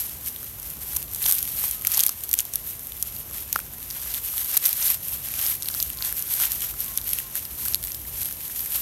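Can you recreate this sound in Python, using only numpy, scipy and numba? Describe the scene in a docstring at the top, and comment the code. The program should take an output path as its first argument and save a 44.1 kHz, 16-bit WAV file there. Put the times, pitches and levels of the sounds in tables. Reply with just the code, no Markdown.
"""First a scrape of dry straw dying away, then more scuffs and sharp snaps of stalks, a couple of metres from a phone.
Two dogs, a monkey and a kitten tread the litter: drags are swarms of tiny noise bursts shaped by swelling
levels, and each snap is a noise crack with a short decaying ring.
Behind them lie filtered-noise air and far traffic, and a far bird's soft falling sine notes.
The single microphone rings near 12 kHz behind its port."""
import sys
import numpy as np
from scipy import signal
from scipy.fft import rfft, irfft
from scipy.io import wavfile
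from scipy.ndimage import uniform_filter1d
from numba import njit

SR = 44100
rng = np.random.default_rng(int(sys.argv[2]) if len(sys.argv) > 2 else 0)


def undo_db(level):
    """Turn decibels back into plain size, where 20 dB means ten times bigger."""
    steps = np.asarray(level, float) / 20
    return 10 ** steps


def dump_mix(stems):
    """Bounce the given channels to the path in sys.argv[1] as a 16-bit WAV at rate SR."""
    frames = np.atleast_2d(stems).T  # one column per channel
    limited = np.clip(frames, -1, 1)  # hard clip at full scale
    pcm = np.round(limited * 32767).astype(np.int16)
    wavfile.write(sys.argv[1], SR, pcm)


N = 388521  # length of the scene [samples]


def times():
    """Sample times in seconds."""
    return np.arange(N) / SR


def level(x, db):
    """Scale to an rms level in dB."""
    return x * undo_db(db) / np.sqrt(np.mean(x ** 2))


def band(x, lo_hz, hi_hz):
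    """Gentle first-order band-pass."""
    return signal.sosfilt(signal.butter(1, [lo_hz, hi_hz], "band", fs=SR, output="sos"), x)


def walk(rate):
    """Slow random wander, spread near 1: random steps at this rate per second, smoothed twice."""
    k = int(SR / rate)
    steps = np.repeat(rng.standard_normal(N // k + 1), k)
    smooth = uniform_filter1d(uniform_filter1d(steps, k), k)
    return 1.6 * smooth[:N]


def response(points, size=2048):
    """Causal impulse response through (frequency [Hz], level [dB]) points, from the folded cepstrum."""
    hz, db = np.transpose(points)
    grid_hz = np.arange(size // 2 + 1) * SR / size + 1  # 1 Hz up, so that the log exists
    spectrum_db = np.interp(np.log(grid_hz), np.log(hz), db)
    ceps = irfft(np.log(undo_db(spectrum_db)))
    # fold the backward half onto the forward half
    ceps[1:size // 2] *= 2
    ceps[size // 2 + 1:] = 0
    return irfft(np.exp(rfft(ceps)))


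# Hiss of the quiet yard at the phone: (frequency [Hz], relative level [dB per Hz])
AIR_SPECTRUM = [(24, -25), (40, -7.5), (75, -2), (474, -11), (1000, -13), (1610, -16.5), (3080, -17.5),
                (4830, -21.5), (5890, -14.5), (7560, -17), (10200, -14.5), (12200, -3), (15600, -17.5)]


def air():
    """Smooth outdoor hiss: steady white noise through the yard's spectrum."""
    white = rng.standard_normal(N)
    hiss = signal.fftconvolve(white, response(AIR_SPECTRUM, size=8192))[:N]
    return level(hiss, -42.5)


# Far traffic as it comes and goes: (time [s], rms level [dB])
TRAFFIC_LEVEL = [(0.0, -48), (1.3, -44), (2.2, -49), (3.5, -46), (4.5, -49.5), (5.0, -45.5), (6.4, -45),
                 (8.4, -45.5), (8.81, -45)]
# Low bands of the far engines: (centre [Hz], width [Hz], relative level before wavering [dB])
ENGINE_BANDS = [(52.87, 4.507, -3), (69, 26.51, -1), (124, 41, -8)]


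def traffic():
    """Low rumble of far engines: narrow bands of noise, each wavering on its own."""
    rumble = np.zeros(N)
    for hz, width_hz, db in ENGINE_BANDS:
        waver = undo_db(db + 1.43 * walk(6))
        tone = band(rng.standard_normal(N), hz - width_hz / 2, hz + width_hz / 2)
        rumble += waver * level(tone, 0)
    s, db = np.transpose(TRAFFIC_LEVEL)
    return level(rumble, 0) * undo_db(np.interp(times(), s, db))


# A far bird's soft notes: (start [s], length [s], start pitch [Hz], end pitch [Hz], peak level [dB])
BIRD_NOTES = [(1.68, 0.3375, 1280, 1244, -53), (5.914, 0.18, 1090, 1025, -51.5),
              (6.843, 0.1384, 1115, 1039, -51), (7.2, .13, 1095, 1034, -53),
              (7.603, 0.071, 1023, 977.7, -52)]


def bird():
    """Pure tones that swell, sink in pitch and fade."""
    out = np.zeros(N)
    for s, length_s, start_hz, end_hz, db in BIRD_NOTES:
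        u = np.clip((times() - s) / length_s, 0, 1)  # progress through the note
        cycles = np.cumsum(start_hz + (end_hz - start_hz) * u) / SR
        out += undo_db(db) * np.sin(np.pi * u) * np.sin(2 * np.pi * cycles)
    return out


# Close litter through the phone's microphone: (frequency [Hz], relative level [dB per Hz])
MICROPHONE_SPECTRUM = [(350, -63), (600, -14), (855, -15.5), (1240, -17), (1830, -15.5), (3210, -14.5),
                       (4800, -16.5), (5930, -13), (7700, -13), (9300, -8), (10400, -9), (12200, 2.5),
                       (14000, -10.5), (15700, -15)]


def microphone():
    """Impulse response of straw as the phone hears it, with the port's ring near 12 kHz."""
    return response(MICROPHONE_SPECTRUM)


# Paws dragged through the litter: (time of peak [s], rise over the last 10 dB [ms], fall over the first 10 dB [ms],
# peak straw level [dB], peak leaf level [dB]); levels before clumping
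SCUFF_DRAGS = [(0.004, 70, 75, -29.5, -42), (0.112, 84, 82, -36, -42.5), (0.275, 59, 49, -31.8, -48),
               (0.434, 100, 100, -37, -48.5), (0.665, 80, 107, -35, -46), (0.911, 105, 142, -32, -44),
               (1.287, 113, 140, -22, -33), (1.404, 135, 120, -30, -45), (1.642, 180, 132, -25.5, -36),
               (1.871, 82, 67, -34, -43), (1.985, 110, 108, -27, -31), (2.071, 40, 72, -34, -45),
               (2.214, 63, 96, -36, -49), (2.337, 57, 90, -36, -44), (2.395, 60, 120, -36.5, -42.5),
               (2.557, 50, 130, -36.5, -47), (2.694, 52, 42, -32.5, -51), (2.856, 180, 141, -40, -56),
               (3.066, 140, 98, -37, -47), (3.181, 113, 60, -37, -54), (3.364, 80, 84, -31.5, -39.5),
               (3.575, 160, 97, -38.5, -43.5), (3.949, 300, 110, -38.5, -46), (4.137, 170, 84, -32.5, -37),
               (4.264, 55, 140, -27.5, -40), (4.423, 90, 130, -29, -41), (4.571, 87, 50, -26.5, -32.5),
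               (4.659, 39, 90, -23, -29), (4.897, 140, 67, -21.5, -30), (5.064, 51, 107, -30, -42),
               (5.161, 100, 89, -35.5, -45), (5.397, 156, 149, -27, -33), (5.511, 120, 34, -25, -39),
               (5.69, 179, 130, -34, -46), (5.778, 62, 146, -28.5, -39), (6.05, 53, 84, -27, -34.7),
               (6.185, 54, 102, -31, -41.5), (6.336, 72, 62, -25.5, -37.5), (6.425, 47, 66, -22, -26),
               (6.536, 50, 95, -29, -40), (6.64, 31, 31, -24, -33), (6.7, 50, 80, -33, -43),
               (6.807, 43, 131, -31.5, -42), (6.991, 150, 64, -38.5, -44), (7.094, 66, 80, -30.5, -38.5),
               (7.169, 130, 155, -34.5, -40.5), (7.369, 38, 102, -31, -38.5),
               (7.643, 103, 100, -28.5, -41.5), (7.741, 150, 52, -35.5, -44), (7.864, 90, 70, -35, -50),
               (7.941, 120, 151, -36.7, -54), (8.231, 168, 104, -30, -40), (8.487, 200, 150, -34.5, -45),
               (8.602, 97, 130, -30, -47), (8.746, 57, 108, -28, -37)]


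def stir():
    """Straw and leaf levels in dB: each scuff swells to a rounded peak and dies ever faster; powers add."""
    t = np.arange(0, N / SR, .002)
    settling_db = np.array([[-46.5], [-55]])  # straw, leaves: the litter never lies quite still
    power = undo_db(2 * settling_db)
    for s, rise_ms, fall_ms, straw_db, leaf_db in SCUFF_DRAGS:
        span_ms = np.maximum(np.where(t < s, rise_ms, fall_ms), 10)
        down_db = 10 * (np.abs(t - s) * 1000 / span_ms) ** 1.4  # the exponent rounds the peak
        power = power + undo_db(2 * (np.array([[straw_db], [leaf_db]]) - down_db))
    return [np.interp(times(), t, 10 * np.log10(p)) for p in power]


def swarm(per_s, spread_db, ms):
    """Tiny breaks at random moments, each a noisy burst dying over ms; a spread makes a few larger."""
    size = undo_db(spread_db * np.minimum(rng.exponential(size=N), 4))
    hits = (rng.random(N) < per_s / SR) * size
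    tails = signal.lfilter([1], [1, -np.exp(-1000 / (ms * SR))], hits)
    return tails * rng.standard_normal(N)


# Sizes of straw, each crackling on its own: (low edge [Hz], high edge [Hz], band gain [dB])
STRAW_SIZES = [(1969.5, 8300, -0.5), (5187, 14000, -4.5), (9600, 15400, 1.5)]
# Sizes of leaf and thicker stalk, likewise: (low edge [Hz], high edge [Hz], band gain [dB])
LEAF_SIZES = [(800, 2300, 0.0047), (1720, 5900, 0), (3200, 7670, 0)]


def rustle():
    """Straw crackles high and short; leaves and thicker stalks sound lower and last slightly longer."""
    straw_db, leaf_db = stir()
    clumps = undo_db(1.48 * walk(60))  # the crackle gathers and thins
    straw = sum(undo_db(db) * band(swarm(5000, spread_db=0.0, ms=0.3), lo, hi) for lo, hi, db in STRAW_SIZES)
    leaves = sum(undo_db(db) * band(swarm(2500, spread_db=3.5, ms=0.33), lo, hi) for lo, hi, db in LEAF_SIZES)
    heard_straw = signal.fftconvolve(straw, microphone())[:N]
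    heard_leaves = signal.fftconvolve(leaves, microphone())[:N]
    return clumps * (level(heard_straw, 0) * undo_db(straw_db) + level(heard_leaves, 0) * undo_db(leaf_db))


def small_snaps(count=150):
    """Rows for small snaps at random moments, louder where the straw is stirred harder."""
    when, size, pitch, hollow = rng.random((count, 4)).T
    straw_db, _ = stir()
    crack_db = straw_db[(when * N).astype(int)] + 16 + 2.5 * (2 * size - 1)
    low_hz, high_hz = 890, 6000
    ring_hz = low_hz * (high_hz / low_hz) ** np.sqrt(pitch)  # the root favours high rings
    ring_db = crack_db - 13.5 + 6.5 * (2 * hollow - 1)
    return list(zip(when * N / SR, crack_db, ring_hz, ring_db))


# Snaps of stalks, from faint ticks to loud cracks, before gain control:
# (time [s], crack peak level [dB], stalk ring [Hz], ring level [dB])
STALK_SNAPS = [(0.0954, -24, 3810, -25), (0.2847, -13, 4940, -24.5), (0.3619, -17, 3580, -20.5),
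               (0.444, -18, 1230, -52), (0.599, -18, 800, -46), (0.8315, -19, 1740, -35),
               (0.9519, -15, 3200, -32), (0.9641, -7, 6240, -11), (0.9675, 1.5, 1000, -28),
               (1.0274, -14, 2380, -32), (1.135, -15, 2270, -33), (1.1478, -8.5, 4100, -21),
               (1.1595, -15, 875, -40), (1.2255, -9, 1740, -32), (1.241, -15, 4060, -9),
               (1.2564, -6, 915.7, -23), (1.2609, -4, 3281, -6), (1.2635, -5, 6000, -1),
               (1.284, -16, 1600, -20), (1.3121, -1, 3810, -19.5), (1.3236, 1.5, 4940, -17),
               (1.3507, -6, 5870, -18), (1.3838, -4, 1600, -35), (1.3885, -6, 4940, -16),
               (1.428, -4, 4900, -24), (1.4851, -16, 1230, -39), (1.6395, -30, 1040, -22.5),
               (1.7115, -5, 5380, -31), (1.8121, -18, 2930, -30), (1.8214, -16, 1040, -36),
               (1.8493, -5, 2250, -13), (1.8709, 0.5, 5870, -11), (1.876, -7, 5380, -24),
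               (1.9015, -15, 5800, -30), (1.9176, -4, 5870, -13.5), (1.923, -12, 1470, -32),
               (1.9406, -10, 6060, -3), (1.946, -3.5, 6000, -2), (1.973, -2, 4530, -7),
               (1.9774, 1, 900, -19), (1.9929, -1, 4125, -6), (1.9995, -2, 3300, -5),
               (2.0054, 0.5, 6440, 1), (2.01, -2, 3460, -20.5), (2.029, -12, 2470, -38.5),
               (2.036, 6, 4530, -12), (2.0387, -8, 3470, -10), (2.0515, -16, 5870, -21.5),
               (2.0634, -11, 2260, -18), (2.0647, 5.5, 5380, -12), (2.0735, -9, 5870, -13),
               (2.0826, -6, 4860, -11), (2.0926, 0.5, 1277, -20), (2.2371, -10.5, 5930, -25),
               (2.2918, -10, 5870, -24), (2.3133, -9, 6000, -11), (2.3304, 1, 6100, -6.5),
               (2.3394, 5, 5870, -26.5), (2.3524, -12, 5380, -28), (2.3785, -15, 2260, -34),
               (2.3895, -1, 6460, 0.5), (2.3956, -10, 3072, -9), (2.399, -8, 5900, -18),
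               (2.4046, -2.5, 5870, -27), (2.4525, -14.5, 800, -35), (2.537, -7, 5900, -31),
               (2.5571, -0.5, 5870, -14), (2.7942, -16.5, 5950, -27.5), (2.8325, -21, 800, -48),
               (2.87, -15.5, 5380, -31), (2.921, -19, 3640, -19), (3.026, -3, 3810, -15.5),
               (3.1647, -17, 4368, -21), (3.2995, -21, 5870, -36), (3.5281, -3, 4430, -17.5),
               (3.5571, -9.5, 1120, -27), (3.56, -15, 1350, -2.5), (3.5606, -11, 4930, -11),
               (3.5904, -11, 1487, -17.5), (3.602, -15, 2480, -23), (3.736, -18, 1600, -33),
               (3.8285, -18, 2930, -30), (3.9032, -20, 5900, -14), (3.9094, -14, 4940, -14),
               (4.077, -21, 5380, -35.5), (4.14, -10, 4973, -15), (4.1453, -12, 3561, -14),
               (4.3001, -17, 5870, -26), (4.3799, -9, 3270, -18), (4.514, -13, 5870, -17),
               (4.5602, -12, 5380, -11), (4.5694, 4.5, 5870, -4), (4.5732, 5, 4170, -3),
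               (4.575, 2.5, 4530, -13), (4.6275, -14, 3490, -25), (4.631, -14, 2470, -32),
               (4.642, -8, 2070, -21), (4.6544, -8, 5380, -2), (4.6564, 2.5, 3860, -16),
               (4.6605, 1.5, 4170, -16), (4.6815, -5, 2420, -19), (4.692, -4, 4940, -9),
               (4.7095, -11, 4940, -17), (4.7137, -17.5, 5380, -13), (4.7292, -6.5, 3810, -26.5),
               (4.794, -20, 2260, -36), (4.8268, -23.5, 6000, -4), (4.8823, -7, 4720, -7),
               (4.9443, -11, 4530, -15), (5.083, -10.5, 5870, -28), (5.2865, -11.5, 2760, -24),
               (5.4647, -9.5, 5400, -7), (5.6236, -11, 3810, -15.5), (5.6307, -14, 5870, -16),
               (5.6582, -19, 4562, -12.5), (5.6865, -7, 4263, -9.5), (5.7, -15, 5870, -22),
               (5.7147, -21, 4680, -31.5), (5.7415, -16, 4530, -13), (5.748, -10, 1400, -25),
               (5.802, -14, 5050, -4), (5.8267, -3, 5840, -28), (5.9017, -10.5, 2820, -23),
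               (5.9727, -16, 3810, -25), (5.9872, -25, 4530, -16), (6.008, -30, 1500, -26),
               (6.0242, -12, 4495, -6.5), (6.048, -11, 4150, -11.5), (6.1256, -9.5, 1660, -24),
               (6.193, -10.5, 4940, -37), (6.2241, -11, 3810, -38), (6.4, -9, 1380, -20.5),
               (6.4545, -6, 4530, -26), (6.5193, -4.5, 5900, -26), (6.805, -8, 5870, -30),
               (6.7398, -20, 1340, -28), (6.8814, -19, 3436, -23), (6.975, -3, 6000, -20),
               (6.9844, -17, 3810, -13.5), (7.0145, -16.5, 3810, -24), (7.08, -10, 5870, -32),
               (7.091, -11, 5870, -26), (7.1328, -2, 3200, -17), (7.1865, -5, 2800, -13.5),
               (7.1978, -13.5, 5870, -25), (7.2018, -14, 1890, -23.5), (7.3544, -7.5, 1700, -22),
               (7.4527, -15, 4975, -16.5), (7.6829, -10, 4150, -24), (7.7366, -20, 5500, -9.5),
               (7.7457, -1, 4200, -1.5), (7.7558, -11, 4530, -13.5), (7.8285, -15, 870, -50),
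               (7.8392, -9.5, 4150, -16), (7.8495, -13, 4530, -22), (7.872, -11.5, 2060, -31),
               (7.9192, -14, 6100, -16), (7.9464, -12, 5870, -21), (8.017, -18, 2930, -38),
               (8.1734, -21, 5900, -18), (8.2315, -9.5, 5380, -25), (8.3253, -11.5, 3490, -38),
               (8.4794, -16, 4530, -31), (8.593, -12, 4663, -22), (8.7462, -11, 4600, -15),
               (8.7562, -12, 1130, -32)]


def snaps():
    """Each snap is a thin, sharp crack with a splintering tail, and a few cycles of the hollow stalk."""
    t = np.arange(512) / SR
    rows = STALK_SNAPS + small_snaps()
    noise = rng.standard_normal((len(rows), len(t)))
    bursts = noise * (np.exp(-t / 0.0001749) + undo_db(-11.5) * np.exp(-t / 0.0022))
    # the crack keeps to the treble; the stalk's ring gives the lower part
    bursts = signal.sosfilt(signal.butter(2, 4000, "high", fs=SR, output="sos"), bursts)
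    cracks = signal.fftconvolve(bursts, microphone()[None], axes=1)[:, :len(t)]
    cracks /= np.abs(cracks).max(axis=1, keepdims=True)
    out = np.zeros(N + len(t))
    for (s, crack_db, ring_hz, ring_db), crack in zip(rows, cracks):
        cycles = ring_hz * t
        # the stalk takes a fraction of a cycle to start swinging; part of the swing lingers
        onset = 1 - np.exp(-cycles / .5)
        decay = np.exp(-cycles / 0.92) + 0.27 * np.exp(-cycles / 3.2)
        ring = onset * decay * np.sin(2 * np.pi * cycles)
        start = int(s * SR)
        out[start:start + len(t)] += undo_db(crack_db) * crack + undo_db(ring_db) * ring
    return out[:N]


def scene():
    """One microphone feeds both channels."""
    return np.tile(air() + traffic() + bird() + rustle() + snaps(), (2, 1))


@njit
def follow(x, rise, fall):
    """Envelope that rises fast and sinks slowly; rise and fall are the fractions closed per sample."""
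    env, e = np.empty(len(x)), 0.
    for i in range(len(x)):
        e += (x[i] - e) * (rise if x[i] > e else fall)
        env[i] = e
    return env


def gain_control(dry):
    """Ducks everything for a moment after loud crunches, by 0.26 of the envelope's excess in dB."""
    rise_s, fall_s, threshold_db = 0.0011, .12, -15.5
    env = follow(np.abs(dry[0]), 1 / (rise_s * SR), 1 / (fall_s * SR))
    return dry * np.minimum(undo_db(threshold_db) / (env + 1e-9), 1) ** 0.26


def roll_off(x):
    """The treble ends steeply here."""
    return signal.sosfilt(signal.butter(12, 16830, fs=SR, output="sos"), x)


def record(dry):
    """The phone's gain control, its clipping, and its range of about 40 Hz to 16 kHz."""
    held = np.clip(gain_control(dry), -1, 1)
    kept = signal.sosfilt(signal.butter(2, 42, "high", fs=SR, output="sos"), held)
    kept = signal.sosfilt(signal.ellip(10, .2, 45, 15800, fs=SR, output="sos"), kept)
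    return roll_off(np.clip(kept, -1, 1))


dry = scene()
out = record(dry)
dump_mix(out)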